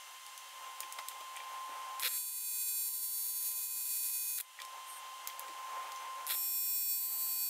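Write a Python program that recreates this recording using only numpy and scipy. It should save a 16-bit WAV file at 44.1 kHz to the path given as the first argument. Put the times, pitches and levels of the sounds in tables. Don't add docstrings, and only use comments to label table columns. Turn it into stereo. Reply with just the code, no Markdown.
import sys
import numpy as np
from scipy import signal
from scipy.fft import rfft, irfft
from scipy.io import wavfile

SR = 44100
rng = np.random.default_rng(int(sys.argv[2]) if len(sys.argv) > 2 else 0)


def to_wav(s):
    ch = np.atleast_2d(s).T
    pcm = np.round(np.clip(ch, -1, 1) * 32767)
    wavfile.write(sys.argv[1], SR, pcm.astype(np.int16))


N = 330309
T = np.arange(N) / SR

# time in seconds, current from 0 to 1, buzz level in dB.
WELDS = [
    [(2.08, 1, -42.5), (2.15, 1, -37.5), (2.33, .92, -41), (2.82, 0.93, -36), (2.99, 0.81, -40),
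     (3.48, 0.73, -39), (3.68, 0.82, -40.5), (4.0, .85, -37), (4.388, .88, -39.5)],
    [(6.318, 0.49, -39), (6.45, 0.87, -35), (6.95, 0.99, -35.5), (7.02, 0.3, -36), (7.11, 0.3, -39.5),
     (7.25, 0.37, -36.5), (7.34, 0.83, -34.5), (7.49, 0.93, -36.5)],
]
# harmonic number, relative level in dB.
FIRST_HARMONICS = [(1, -40), (2, -34), (3, -28), (4, -31), (5, -13.5), (6, -42.5), (7, -16), (8, -13.5),
                   (9, -7), (10, -24.5), (11, -11), (12, -15.5), (13, -8), (14, -7.5), (15, -4), (16, -12),
                   (17, -4.5), (18, -5), (19, -2), (20, -6), (21, -8), (22, -1), (23, -10), (24, 2.9),
                   (25, -9.5), (26, -0.5), (27, -2), (28, -7), (29, -10.5), (30, -2), (31, -14)]
SECOND_HARMONICS = [(1, -41.5), (2, -30.5), (3, -30.5), (4, -29.5), (5, -14.5), (6, -41), (7, -19),
                    (8, -17), (9, -7.5), (10, -25), (11, -7.5), (12, -17), (13, -16.5), (14, -11.5),
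                    (15, -4), (16, -4.5), (17, -4.5), (18, -5), (19, -10), (20, -9), (21, -14), (22, -15.5),
                    (23, -6.5), (24, 1.8), (25, 1.5), (26, 0.5), (27, 0.5), (28, -9), (29, -5.5), (30, 0.5),
                    (31, -5)]
# sizzle offset in dB, detour of the hand echo in m, its creep in m/s.
TORCH_HOLDS = [(-13.5, 0.075, -0.0035), (-19.5, .495, 0.023)]
# start in seconds, end in seconds, crackle level in dB, spit level in dB.
SPUTTERS = [(1.998, 2.024, -45, -58), (2.024, 2.081, -40.5, -36.7), (2.081, 2.18, -52, -56),
            (4.38, 4.399, -47, -54), (4.399, 4.411, -38.5, -50), (6.273, 6.293, -42, -56),
            (6.293, 6.324, -38.5, -40.5), (6.324, 6.356, -43, -49)]
# frequency in Hz, relative gain in dB.
CRACK_SPECTRUM = [(100, -60), (400, -35), (1000, -20), (2800, -17), (4200, -11), (5600, -16), (7200, -7),
                  (11000, -1), (13200, 0), (14500, -4), (15500, -8)]
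SPIT_SPECTRUM = [(80, -57), (250, -35), (550, -9.5), (800, -26), (1200, -7), (1800, 2.5), (3200, -0.5),
                 (4300, 3.5), (5300, -5.5), (12000, -12.5)]
# time in seconds, peak in dB, centre in Hz, width in octaves.
SPARKS = [(1.9968, -16, 11000, 1.3), (2.0200, -21, 12000, .9), (2.0303, -21, 9000, 1.2),
          (2.0345, -20, 8000, 1.4), (4.3865, -26, 3500, .9), (4.4100, -23, 12000, .7),
          (6.2675, -16, 12500, 1.0), (6.3015, -21, 9000, 1.3)]
KNOCKS = [(.2649, -33.5, 7100, 0.93), (.3776, -31, 8950, 0.54), (.8047, -16.5, 8650, 1.9),
          (.8316, -37, 2570, 0.35), (.834, -63, 348, 0.12), (.9244, -23, 9800, 0.56),
          (.9873, -27.5, 1250, 0.73), (.9975, -43, 1090, 0.46), (1.0855, -18, 9400, 0.99),
          (1.112, -38, 1190, 1.3), (1.207, -38, 900, 0.98), (1.358, -39, 1900, 0.23),
          (1.365, -28.5, 8900, .81), (1.3704, -33, 2130, 0.33), (1.4018, -37, 2180, 0.25),
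          (1.69, -53, 340, 0.48), (4.5896, -37.5, 1994, 0.19), (4.601, -36, 2184, 0.45),
          (4.6183, -27, 4580, .7), (4.650, -32, 4985, 1.0), (5.274, -14.5, 8500, 1.58),
          (5.299, -36.5, 2600, 0.26), (5.3947, -23, 11540, 0.54), (5.4815, -35.5, 1396, 1.16),
          (5.484, -52, 345, 0.28), (5.920, -28, 5000, 2.4), (5.9605, -35, 5500, 0.49)]
# time in seconds, level in dB.
SLIDE_LEVELS = [(4.84, -70), (4.89, -50), (4.93, -53.5), (4.98, -53.5), (5.03, -80)]
# frequency in Hz, relative gain in dB.
SLIDE_SPECTRUM = [(4000, -34), (7800, -16.5), (8600, 7.5), (9500, -3.5), (12000, -1.5), (15500, -20)]
# time in seconds, level in dB.
FAN_LEVELS = [(0, -56.5), (.52, -57), (.65, -50.5), (1.3, -51), (1.55, -45.5), (2.0, -46.5), (4.35, -47.5),
              (4.57, -58), (4.62, -47), (4.85, -51.5), (5.25, -51), (5.8, -45), (7.49, -47)]
# multiple of the blade rate, relative level in dB.
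FAN_OVERTONES = [(2, -2.5), (3, -1.5), (4, -9), (5, -24.5), (6, -6), (7, -8)]
# frequency in Hz, relative gain in dB.
RUSH_SPECTRUM = [(30, -39.5), (150, -35), (240, -30.5), (330, -23), (480, -13.5), (555, -3), (650, -12),
                 (800, 2.5), (940, 2), (1150, -4.5), (1500, -8.5), (2500, -12), (5000, -29.5)]
HISS_SPECTRUM = [(120, -52.5), (300, -37), (500, -25), (900, 0.5), (2200, 2), (2450, 0), (2750, 7.5),
                 (3200, 5), (4200, -1), (6500, -0.5), (9000, -2), (13000, -6), (15500, -9)]
SIDE_SPECTRUM = [(60, -38), (400, -49), (1500, -31), (2600, -20), (4400, -17.5), (8000, 15), (14000, 17.5)]

CYCLE_HZ, RETURN_DELAY_CYCLES = 499.27, .506
RETURN_SHARE, RETURN_RISE = 0.14, .65
WEAK_ARC_DB, HEATING_DB_PER_S = 7.5, 2.23
BLADE_HZ, BLADE_SAG_HZ = 1046.3, 22.06
WHINE_DUCK_DB, RUSH_DUCK_DB, HISS_OVERTONE_DUCK_DB = 24, 25.5, 14.5


def arc(flutter_db=1.0, sag_hz=6.5, settle_s=.07):
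    steady, uneven = np.zeros(N), np.zeros(N)
    for weld, harmonics, hold in zip(WELDS, (FIRST_HARMONICS, SECOND_HARMONICS), TORCH_HOLDS):
        offset_db, detour_m, creep_m_per_s = hold
        t = T[(T >= weld[0][0]) & (T <= weld[-1][0])]
        age_s = t - t[0]
        current, buzz_db = curves(weld, t)
        return_share = np.clip(RETURN_SHARE + RETURN_RISE * (1 - current), 0, 1)
        sizzle_gain_db = offset_db + WEAK_ARC_DB * (1 - current) + HEATING_DB_PER_S * age_s
        hz = CYCLE_HZ - sag_hz * np.exp(-age_s / settle_s)
        cycles = np.cumsum(hz) / SR
        tone = buzz(t, cycles, harmonics, return_share, detour_m + creep_m_per_s * age_s)
        add(steady, t[0], tone * undb(buzz_db + flutter_db * drift(t, 29.91)))
        add(uneven, t[0], sizzle(t, cycles) * undb(buzz_db + sizzle_gain_db))
    return steady + garage(uneven, near_db=1.0, far_db=2)


def buzz(t, cycles, harmonics, return_share, detour_m,
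         hand_gain=.26, bench_gain=.16, sway_gain=.13, sway_hz=2.5, smear_rad=.35):
    out = 0
    for k, db in harmonics:
        return_crack = return_share * np.exp(-2j * np.pi * k * RETURN_DELAY_CYCLES)
        hand = hand_gain * np.exp(-2j * np.pi * k * CYCLE_HZ * detour_m / 343)
        bench = bench_gain * np.exp(2j * np.pi * rng.random())
        bench += sway_gain * (drift(t, sway_hz) + 1j * drift(t, sway_hz))
        partial = np.exp(2j * np.pi * k * cycles + 1j * smear_rad * rng.standard_normal())
        out += level(np.real((1 + return_crack + hand + bench) * partial), db)
    return level(out, 0)


def sizzle(t, cycles, flicker_db=4.5, flicker_hz=50):
    reversals = np.diff(np.floor(2 * cycles), prepend=0)
    cracks = reversals * rng.uniform(-0.86, 1, len(t))
    flicker = undb(flicker_db * np.tanh(drift(t, flicker_hz)))
    return level(colour(cracks * flicker, CRACK_SPECTRUM), -3.1)


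def sputter(pops_per_s=2600, scatter_db=3.5):
    out = np.zeros(N)
    for start_s, end_s, crackle_db, spit_db in SPUTTERS:
        n = int((end_s - start_s) * SR)
        pops = (rng.random(n) < pops_per_s / SR) * undb(scatter_db * rng.standard_normal(n))
        pops *= rng.choice([-1, 1], n)
        pops = np.pad(pops, (0, SR // 200))
        crackle = level(colour(pops, CRACK_SPECTRUM), crackle_db)
        spit = level(colour(pops, SPIT_SPECTRUM), spit_db)
        add(out, start_s, crackle + spit)
    return garage(out, near_db=-5, far_db=-17)


def sparks():
    return garage(clicks(SPARKS, decay_cycles=2.5), near_db=-8, far_db=-18)


def handling():
    slide_db, = curves(SLIDE_LEVELS)
    slide = noise(SLIDE_SPECTRUM, 0) * undb(slide_db + 1.3 * drift(T, 90))
    knocks = clicks(KNOCKS, decay_cycles=7.3)
    return garage(knocks, near_db=-1.5, far_db=-7) + slide


def clicks(rows, decay_cycles, snap_gain=4.9):
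    out, t = np.zeros(N), T[:SR // 10]
    hz = np.geomspace(40, 20000, 40)
    low_cut_db = -20 * np.log10(1 + (300 / hz) ** 4)
    for start_s, peak_db, centre_hz, width_oct in rows:
        resonance_db = -20 * np.log10(1 + (np.log2(hz / centre_hz) / width_oct) ** 2 / 2)
        tail = rng.standard_normal(len(t)) * np.exp(-t * centre_hz / decay_cycles)
        burst = colour(snap_gain * (t == 0) + tail, np.column_stack([hz, resonance_db + low_cut_db]))
        add(out, start_s, burst * undb(peak_db) / np.abs(burst).max())
    return out


def fan(burn, overtone_db=-64, waver_db=1.33, waver_hz=0.61, overtone_waver_db=2.0):
    fan_db, = curves(FAN_LEVELS)
    hz = BLADE_HZ - BLADE_SAG_HZ * burn + waver_hz * drift(T, 25)
    phase = 2 * np.pi * np.cumsum(hz) / SR
    whine = level(np.sin(phase), 0) * undb(fan_db - WHINE_DUCK_DB * burn + waver_db * drift(T, 14))
    overtones = sum(level(np.sin(k * phase), db) * undb(overtone_waver_db * drift(T, 15))
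                    for k, db in FAN_OVERTONES)
    return whine + overtones * undb(overtone_db - HISS_OVERTONE_DUCK_DB * burn)


def air(burn, rush_gain_db=-5.0, flicker_db=1.5, idle_hiss_db=-53.5):
    fan_db, = curves(FAN_LEVELS)
    rush = noise(RUSH_SPECTRUM, rush_gain_db)
    rush *= undb(fan_db - RUSH_DUCK_DB * burn + flicker_db * drift(T, 14))
    hiss = noise(HISS_SPECTRUM, idle_hiss_db) * undb(-HISS_OVERTONE_DUCK_DB * burn)
    return rush + hiss


def burn_envelope(lead_s=0.0697, lag_s=.13):
    current = np.zeros(N)
    for weld in WELDS:
        lit = (T >= weld[0][0] - lead_s) & (T <= weld[-1][0])
        current += curves(weld)[0] * lit
    pole = np.exp(-1 / (lag_s * SR))
    return signal.lfilter([1 - pole], [1, -pole], current)


def garage(x, near_db, far_db, near_t60_s=0.0162, far_t60_s=0.15):
    t = T[:SR // 2]
    near = rng.standard_normal(len(t)) * undb(-60 * t / near_t60_s) * (t > .0005)
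    far = rng.standard_normal(len(t)) * undb(-60 * t / far_t60_s) * (t > .006)
    response = (level(near, near_db) + level(far, far_db)) / np.sqrt(len(t))
    return x + signal.fftconvolve(x, response)[:N]


def undb(db):
    return 10 ** (np.asarray(db) / 20)


def level(x, db):
    return x * undb(db) / np.sqrt(np.mean(np.abs(x) ** 2))


def curves(rows, t=T):
    times_s, *columns = np.transpose(rows)
    return [np.interp(t, times_s, column) for column in columns]


def drift(t, rate_hz):
    points = rng.standard_normal(int((t[-1] - t[0]) * rate_hz) + 4)
    fine = signal.resample(points, 16 * len(points))
    return np.interp((t - t[0]) * rate_hz * 16, np.arange(len(fine)), fine)


def colour(x, spectrum, taps=2048):
    hz, db = np.transpose(spectrum)
    bins_hz = np.fft.rfftfreq(taps, 1 / SR)
    gain = undb(np.interp(np.log(bins_hz + 1), np.log(hz), db))
    cepstrum = irfft(np.log(gain))
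    cepstrum[1:taps // 2] *= 2
    cepstrum[taps // 2 + 1:] = 0
    response = irfft(np.exp(rfft(cepstrum)))
    return signal.fftconvolve(x, response)[:len(x)]


def noise(spectrum, db):
    return level(colour(rng.standard_normal(N), spectrum), db)


def add(out, start_s, x):
    start = int(start_s * SR)
    out[start:start + len(x)] += x[:N - start]


def scene():
    welding = arc() + sputter() + sparks()
    spread = garage(welding, near_db=-57, far_db=-47.5) - welding
    side = noise(SIDE_SPECTRUM, -69.5) + colour(spread, SIDE_SPECTRUM)
    burn = burn_envelope()
    mid = welding + handling() + fan(burn) + air(burn)
    return np.array([mid + side, mid - side])


def record(dry):
    return signal.sosfilt(signal.ellip(12, .1, 80, 15650, fs=SR, output="sos"), dry)


dry = scene()
out = record(dry)
to_wav(out)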